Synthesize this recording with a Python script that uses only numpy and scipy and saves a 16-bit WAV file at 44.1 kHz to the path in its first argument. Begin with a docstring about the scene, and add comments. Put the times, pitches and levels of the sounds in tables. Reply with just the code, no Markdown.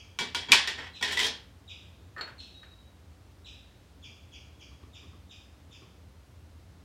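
"""A small tiled kitchen, the microphone close to the counter. A gas burner rumbles softly all along, and
a small bird chirps outside the window, far off and smeared by echoes. Up close, a steel spatula knocks
on a steel dish, so that both ring, and sticks and slips as it is dragged over it. Then a glass bowl
rocks on the counter and clinks against another as it is picked up. Things handled at the stove give
soft bumps. Everything is centred; a faint delayed copy of some treble adds slight stereo width."""
import sys
import numpy as np
from scipy import signal
from scipy.fft import rfft, irfft
from scipy.io import wavfile
from scipy.ndimage import uniform_filter1d

SR = 44100
rng = np.random.default_rng(int(sys.argv[2]) if len(sys.argv) > 2 else 0)


def unload_wav(signal):
    """Save mono or channel-first audio to the path in sys.argv[1] as 16-bit WAV at rate SR, clipped to [-1, 1]."""
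    wavfile.write(
        sys.argv[1],
        SR,
        np.round(np.clip(np.atleast_2d(signal).T, -1, 1) * 32767).astype(np.int16),
    )


N = 301644
TIME = np.arange(N) / SR
AGE = TIME[:24576]   # seconds since the start of one short sound

# Decay of the tiled room. Each row: frequency in Hz, t60 in seconds.
ROOM_T60 = [(200, 0.37), (1000, 0.44), (3000, 0.39), (6000, 0.3), (14000, 0.15)]
# The spatula blade's modes. Each row: frequency in Hz, relative level in dB, t60 in seconds before the cap.
SPATULA_MODES = [(1006.5, -11, 0.24), (1769, -12, 0.27), (1840, -12, 0.19), (1875, -15, 0.39),
                 (1968, -8, 0.15), (2065, -13, 0.068), (2386, -11.5, 0.11), (2228, -10, 0.15),
                 (2570, -11.5, 0.27), (2490, -11.5, 0.22), (2930, -13.5, 0.2), (3000, -12, 0.28),
                 (3100, -8.5, 0.14), (3295, -8.5, 0.32), (3100, -15.5, 0.53), (3250, -11.5, 0.74),
                 (3530, -14.5, 0.083), (3844, -12.5, 0.17), (5340, -16, 0.21), (5540, -13, 0.23),
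                 (7030, -20, 0.3), (7000, -21, 0.19), (7660, -19.5, 0.12), (7900, -23, .15),
                 (8514, -25.5, .15), (10800, -29, 0.11), (11800, -25, 0.14), (12400, -32.5, .1)]
# Dense high modes of the steel. Each row: frequency in Hz, relative spectral density in dB.
STEEL_SPECTRUM = [(200, -28.5), (650, -22), (1000, -8.5), (1270, -14.5), (1800, -0.5), (2400, -4.5),
                  (2900, -0.5), (3400, 3), (4100, -2), (5300, -3.5), (6400, -10.5), (9000, -16),
                  (12500, -28), (16000, -34.5)]
# The hollow counter top. Each row: frequency in Hz, relative spectral density in dB.
COUNTER_SPECTRUM = [(60, -30.5), (130, -23.5), (180, -4.5), (250, 1), (330, -4), (420, 5), (560, -7),
                    (900, -1.5), (1500, -24.5), (4000, -60)]


def from_db(db):
    """Decibels to gain."""
    return 10 ** (np.asarray(db) / 20)


def rms_one(x):
    """Scale to an rms of 1."""
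    return x / np.sqrt(np.mean(x ** 2) + 1e-20)


def at_hz(points, hz):
    """Read a table on a log-frequency axis."""
    f, value = np.transpose(points)
    return np.interp(np.log(hz + 0.00086), np.log(f), value)


def add(track, s, sound):
    """Mix a sound in at s seconds; what lies outside the track is dropped."""
    start = round(s * SR)
    sound, start = sound[max(-start, 0):], max(start, 0)
    track[start:start + len(sound)] += sound[:N - start]


def fade(t60):
    """Exponential decay, 60 dB down after t60 seconds."""
    return np.exp(-np.log(1000) / t60 * AGE)


def soft_rise(rise_s):
    """The onset of a gentle touch, which has no sharp edge."""
    return np.sin(np.pi / 2 * np.minimum(AGE / rise_s, 1)) ** 2


def noise(spectrum, slope_db=0, size=len(AGE)):
    """Coloured noise of rms 1, tilted by slope_db per octave: harder contacts favour the treble."""
    hz = np.fft.rfftfreq(size, 1 / SR)
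    tilt = from_db(slope_db * np.log2(np.maximum(hz, 500) / 3000))
    bins = rfft(rng.standard_normal(size)) * from_db(at_hz(spectrum, hz)) * tilt
    return rms_one(irfft(bins, size))


def wash(spectrum, slope_db):
    """Dense modes and wall reflections of one blow: noise whose octaves die at the room's rates."""
    bins = rfft(noise(spectrum, slope_db))
    hz = np.fft.rfftfreq(len(AGE), 1 / SR)
    centres = 400 * 2. ** np.arange(6)
    return sum(irfft(bins * np.interp(hz, centres, share)) * fade(at_hz(ROOM_T60, centre))
               for centre, share in zip(centres, np.eye(len(centres))))


def ring(modes, spread_db=4.0, detune=0.0026, longest_t60=.28):
    """Modes struck once, each with its own strength and phase; contact pulls their pitch a little."""
    out = np.zeros(len(AGE))
    for hz, db, t60 in modes:
        strength = from_db(db + spread_db * rng.normal())
        pitch = hz * (1 + detune * rng.normal())
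        decay = fade(min(t60, longest_t60))   # the cap keeps the ring short
        out += strength * decay * np.sin(2 * np.pi * (pitch * AGE + rng.random()))
    return out * np.minimum(AGE / .0007, 1)


def favour(modes, favoured_hz, contrast_db=15.5, width_octaves=0.049):
    """The point of contact drives the modes near one frequency harder than the rest."""
    driven = []
    for hz, db, t60 in modes:
        nearness = np.exp(-(np.log2(hz / favoured_hz) / width_octaves) ** 2)
        driven.append((hz, db + contrast_db * (nearness - 1 / 4), t60))
    return driven


def burner(rush_db=-55.5):
    """The gas flame's soft rush, with a lumpy low rumble."""
    # The rush. Each row: frequency in Hz, relative spectral density in dB.
    flame_spectrum = [(15, -71), (25, -34.5), (43, -23.5), (62, -2.5), (82, -6), (101, -8.5), (119, -18),
                      (183, -17), (215, -18.5), (281, -20), (378, -23), (523, -25), (2360, -35.5),
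                      (3930, -37), (15500, -51)]
    # Low resonances of the flame. Each row: centre in Hz, width in Hz, level in dB.
    rumble_bands = [(83, 15, -58), (119.26, 18, -66.5), (175, 10, -72.5), (279.5, 30, -72.5)]
    out = from_db(rush_db) * noise(flame_spectrum, size=N)
    for hz, width, db in rumble_bands:
        resonance = signal.butter(2, [hz - width / 2, hz + width / 2], "band", fs=SR, output="sos")
        out += from_db(db) * rms_one(signal.sosfilt(resonance, rng.standard_normal(N)))
    return out


def sing(pitch, octave_db, sag_db=-7):
    """One bird note: a tone and its octave, coloured by throat and beak; it starts fast and weakens."""
    # Response of throat and beak. Each row: frequency in Hz, gain in dB.
    beak = [(2200, 1.5), (2800, -1.5), (3500, -1.5), (4000, 0), (5000, 3), (6000, -2.5), (7000, -8.5),
            (8000, -12.5)]
    phase = 2 * np.pi * np.cumsum(pitch) / SR
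    fundamental = from_db(at_hz(beak, pitch)) * np.sin(phase)
    octave = from_db(octave_db + at_hz(beak, 2 * pitch)) * np.sin(2 * phase)
    sag = from_db(sag_db * np.linspace(-.5, .5, len(pitch)))
    return (fundamental + octave) * signal.windows.tukey(len(pitch), .2) * sag


def distant(note, direct, far_t60=0.92, near_t60=.45, near_db=3, build_s=.008):
    """On its way to the microphone, outside walls and the kitchen smear a note into echoes."""
    envelope = (fade(far_t60) + from_db(near_db) * fade(near_t60)) * (1 - np.exp(-AGE / build_s))
    echoes = rng.standard_normal(len(AGE)) * envelope
    echoes /= np.linalg.norm(echoes)
    echoes[0] += direct
    return signal.fftconvolve(note, echoes)


def bird(chirp_s=0.028, chirp_gain_db=5, rasp=.012, rasp_hz=1000, quaver=0.0093, quaver_hz=23):
    """Outside the window: chirps slide down with a slight flutter; whistles quaver around one pitch."""
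    # Each row: start in seconds, relative level in dB, starting pitch in Hz.
    chirps = [(-.04, -50.5, 3350), (.934, -45, 4080), (1.677, -43, 3820), (2.38, -46, 4313),
              (3.445, -45.5, 3950), (4.025, -47, 3490), (4.319, -48.5, 3410), (4.594, -51.5, 3390),
              (4.932, -49.5, 3710), (5.294, -49.5, 3760), (5.709, -52, 3610)]
    # Each row: start in seconds, length in seconds, relative level in dB, pitch in Hz.
    whistles = [(2.538, 0.13, -54.5, 3834), (2.715, 0.029, -57, 3825)]
    usual_db, usual_top_hz, usual_end_hz = -48, 3700, 2330
    out = np.zeros(N)
    progress = np.linspace(0, 1, int(chirp_s * SR))
    slide = (1 - np.cos(np.pi * progress ** 1.1)) / 2   # lingers briefly on the top note
    for s, db, top_hz in chirps:
        raised_hz = top_hz - usual_top_hz
        end_hz = usual_end_hz + 0.26 * raised_hz
        octave_db = -7.5 - 0.78 * (db - usual_db) + 0.0004 * raised_hz   # louder, lower chirps are purer
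        flutter = np.interp(progress * chirp_s * rasp_hz, np.arange(64), rng.standard_normal(64))
        pitch = top_hz + (end_hz - top_hz) * slide
        pitch *= 1 + rasp * np.sin(np.pi * slide * .8) * flutter
        add(out, s, from_db(db + chirp_gain_db) * distant(sing(pitch, octave_db), direct=0.2))
    for s, length, db, hz in whistles:
        pitch = hz * (1 + quaver * np.sin(2 * np.pi * quaver_hz * AGE[:int(length * SR)]))
        add(out, s, from_db(db) * distant(sing(pitch, octave_db=-19), direct=1.0))
    return out


def spatula_knocks(usual_db=-30, ring_db=-3.5, wash_db=0.5, trim_db=-1):
    """Steel on steel, up close: a crack, the ring of both parts, their wash and a thud in the counter."""
    # Each row: start in seconds, relative level in dB, brightness in dB per octave,
    # the dish's ring over the spatula's in dB, favoured frequency in Hz.
    knocks = [(.188, -31.5, 1, 13, 1620), (.208, -35, -2, 3.5, 982), (0.3472, -29.5, 0.5, 10, 3640),
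              (0.4213, -50.5, -6, -27, 3330), (0.4836, -40.5, -5.5, 18, 2920), (0.505, -33, -7, -19, 2020),
              (0.519, -15.5, 1.5, -17.5, 2384), (0.5223, -20, -5, 10.5, 1051),
              (.674, -29.5, -1.5, -7.5, 1844), (.773, -39.5, -7.5, -9, 1860), (1.011, -45, 2, 16, 1020),
              (1.0258, -29, -1, -14, 1913), (1.1035, -38.5, -5.5, -6, 3150), (1.122, -38.5, 7.5, -29, 8700),
              (1.1681, -36.5, -1.5, -13, 3320), (1.172, -31.5, -1, -14, 1960),
              (1.1917, -30, 1.5, -16, 7800), (1.199, -29, -1, -12, 2100)]
    # The steel dish. Each row: frequency in Hz, relative level in dB, t60 in seconds before the cap.
    dish_modes = [(866, -12.5, 0.16), (956.5, -1, 0.16), (1086, -10.5, 0.13), (1446, -1, 0.16),
                  (1533, -10, 0.27), (1830, -14.5, .35), (2303, -1.5, 0.61), (2600, -10, 0.24),
                  (3294, 0, 0.28), (3400, -9, 0.34), (4032, -7.5, .23), (4610, -11.5, 0.37),
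                  (6800, -17, 0.23), (7160, -22.5, .18)]
    out = np.zeros(N)
    thud_envelope = fade(ROOM_T60[0][1]) * (1 - np.exp(-AGE / .006))   # the heavy counter answers late
    for s, db, slope_db, balance_db, favoured_hz in knocks:
        force_db = db - usual_db
        crack_db = 5.5 + .4 * force_db   # harder knocks have more crack
        crack = from_db(crack_db) * noise(STEEL_SPECTRUM, slope_db + 1.2) * fade(t60=0.015)
        dish = from_db(ring_db + balance_db / 2) * ring(favour(dish_modes, favoured_hz))
        blade = from_db(ring_db - balance_db / 2) * ring(favour(SPATULA_MODES, favoured_hz))
        # The counter hardly minds the force, but a dish shaken more passes more on to it.
        thud_db = -42.5 + 0.22 * force_db + 0.096 * balance_db
        thud = from_db(thud_db) * noise(COUNTER_SPECTRUM) * thud_envelope
        tail = from_db(wash_db) * wash(STEEL_SPECTRUM, slope_db)
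        steel = from_db(db + trim_db) * (crack + dish + blade + tail)
        rise_s = .0005 * np.exp(-0.48 * slope_db)   # duller contacts are softer
        add(out, s, np.minimum(AGE / rise_s, 1) * steel + thud)
    return out


def stove_bumps(room_db=-3, thump_t60=0.17):
    """Dull, quiet knocks of things being handled at the stove, each with a short room tail."""
    # Each row: start in seconds, relative level in dB.
    bumps = [(0.208, -45.5), (.497, -42.5), (2.077, -74), (4.713, -61.5), (4.829, -57.5), (5.026, -58),
             (5.131, -60), (5.695, -63), (5.82, -57.5)]
    # Colour of a bump. Each row: frequency in Hz, relative spectral density in dB.
    bump_spectrum = [(60, -15), (150, 1.5), (300, 1), (450, -3), (700, -42.5), (1120, -2.5), (1500, -24),
                     (3000, -18.5), (9000, -45), (16000, -63.5)]
    out = np.zeros(N)
    envelope = soft_rise(0.0022) * (fade(thump_t60) + from_db(room_db) * fade(ROOM_T60[1][1]))
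    for s, db in bumps:
        add(out, s, from_db(db) * noise(bump_spectrum) * envelope)
    return out


def hand_pressure(length, attack_s=0.0066, sag_db_per_s=21.5, release_t60=0.075):
    """The hand bears down quickly, eases a little through the stroke and lifts off."""
    lifted_s = np.maximum(AGE - length, 0)
    release = np.exp(-np.log(1000) * lifted_s / release_t60)
    return np.minimum(AGE / attack_s, 1) * from_db(-sag_db_per_s * AGE) * release


def spatula_drag(slips_per_s=330, spread_db=6, crack_db=7, ring_db=-1, thud_db=-11):
    """The blade sticks and slips: a stroke is a run of tiny knocks, coloured by its point of contact."""
    # Each row: start in seconds, length in seconds, relative level in dB,
    # brightness in dB per octave, favoured frequency in Hz.
    strokes = [(.775, 0.1, -44.5, -7.5, 1950), (1.037, .095, -32.5, -3, 3280),
               (1.212, 0.055, -28, 0.5, 3210)]
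    out, size = np.zeros(N), len(AGE)
    for s, length, db, slope_db, favoured_hz in strokes:
        slipping = rng.random(size) < slips_per_s / SR
        slips = slipping * from_db(spread_db * rng.normal(size=size)) * rng.choice([-1, 1], size)
        local_power = np.abs(uniform_filter1d(slips ** 2, size=1100))
        slips /= np.sqrt(local_power + 1e-4)   # the hand keeps up an even pressure
        crack = from_db(crack_db) * noise(STEEL_SPECTRUM, slope_db) * fade(t60=0.081)
        thud = from_db(thud_db) * noise(COUNTER_SPECTRUM) * fade(ROOM_T60[0][1])
        tail = wash(STEEL_SPECTRUM, slope_db)
        blade = from_db(ring_db) * ring(favour(SPATULA_MODES, favoured_hz), detune=0.0049)
        response = crack + thud + tail + blade
        response /= np.linalg.norm(response)
        add(out, s, from_db(db) * signal.fftconvolve(slips * hand_pressure(length), response))
    return out


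def bowl_touch(knock_db, knock_slope_db, foot_db, glass_db, glass_slope_db, wash_db=-5):
    """One touch of a glass bowl: its foot knocks on the counter, and foot and glass ring."""
    # The glass bowl. Each row: frequency in Hz, relative level in dB, t60 in seconds before the cap.
    glass_modes = [(3835, -17, .35), (3898, -11, .21), (4323, 0, .24), (4362, -9, .2), (2740, -22, .2),
                   (4750, -9, .06), (7480, -15, .16), (7560, -20, .12), (8100, -23, .08), (11450, -23, .11)]
    # Modes of the foot on the counter. Each row: frequency in Hz, relative level in dB, t60 in seconds.
    foot_modes = [(1254, 0, 0.11), (1494, -5, 0.12), (1700, -7, 0.13), (1822, -2, 0.098)]
    # The foot's knock. Each row: frequency in Hz, relative spectral density in dB.
    foot_spectrum = [(100, -21.5), (350, -9.5), (700, -9.5), (1100, -10), (1600, -1.5), (2100, -8.5),
                     (3200, -12), (5000, -22), (8000, -35), (15000, -39)]
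    tail = from_db(wash_db) * wash(foot_spectrum, knock_slope_db)
    crack = noise(foot_spectrum, knock_slope_db) * fade(t60=0.035)
    foot = from_db(foot_db) * ring(foot_modes, detune=0.011)
    tilted_modes = [(hz, db + glass_slope_db * np.log2(hz / 4300), t60) for hz, db, t60 in glass_modes]
    glass = from_db(glass_db) * ring(tilted_modes, spread_db=0.5)
    return soft_rise(0.0015) * (from_db(knock_db) * (crack + tail) + foot + glass)


def glass_bowls(rock_start_s=2.1631, rock_step_s=.006, rock_touches=6):
    """A bowl rocks on its foot with dull knocks, and rings clearly when glass meets glass."""
    # Each row: start in seconds, knock on the counter in dB, ring of the glass in dB,
    # brightness of that ring in dB per octave.
    clinks = [(2.18, -45, -50.5, 3), (2.2093, -36, -34, -7), (2.276, -44.5, -48, -6),
              (2.631, -51.5, -67, -5)]
    out = np.zeros(N)
    for k in range(rock_touches):
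        touch = bowl_touch(knock_db=-50, knock_slope_db=-4, foot_db=-43, glass_db=-67.5, glass_slope_db=0)
        add(out, rock_start_s + k * rock_step_s, touch)
    for s, knock_db, ring_db, slope_db in clinks:
        clink = bowl_touch(knock_db, knock_slope_db=-0.7, foot_db=-52,
                           glass_db=ring_db, glass_slope_db=slope_db)
        add(out, s, clink)
    return out


def scene(width_db=-10, side_delay_s=.0007):
    """Everything is centred; a faint delayed copy of 6.5-11.5 kHz treble adds slight stereo width."""
    steel = spatula_knocks() + spatula_drag()
    mid = steel + glass_bowls() + stove_bumps() + bird() + burner()
    treble = signal.sosfilt(signal.butter(6, [6500, 11500], "band", fs=SR, output="sos"), steel)
    side = from_db(width_db) * np.interp(TIME - side_delay_s, TIME, treble)
    return np.array([mid + side, mid - side])


def record(dry, ceiling=.9, cutoff_hz=15900):
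    """The loudest peak is rounded off near full scale and the top is cut."""
    rounded = dry / (1 + (dry / ceiling) ** 4) ** .25
    return signal.sosfilt(signal.ellip(10, .2, 70, cutoff_hz, fs=SR, output="sos"), rounded)


dry = scene()
out = record(dry)
unload_wav(out)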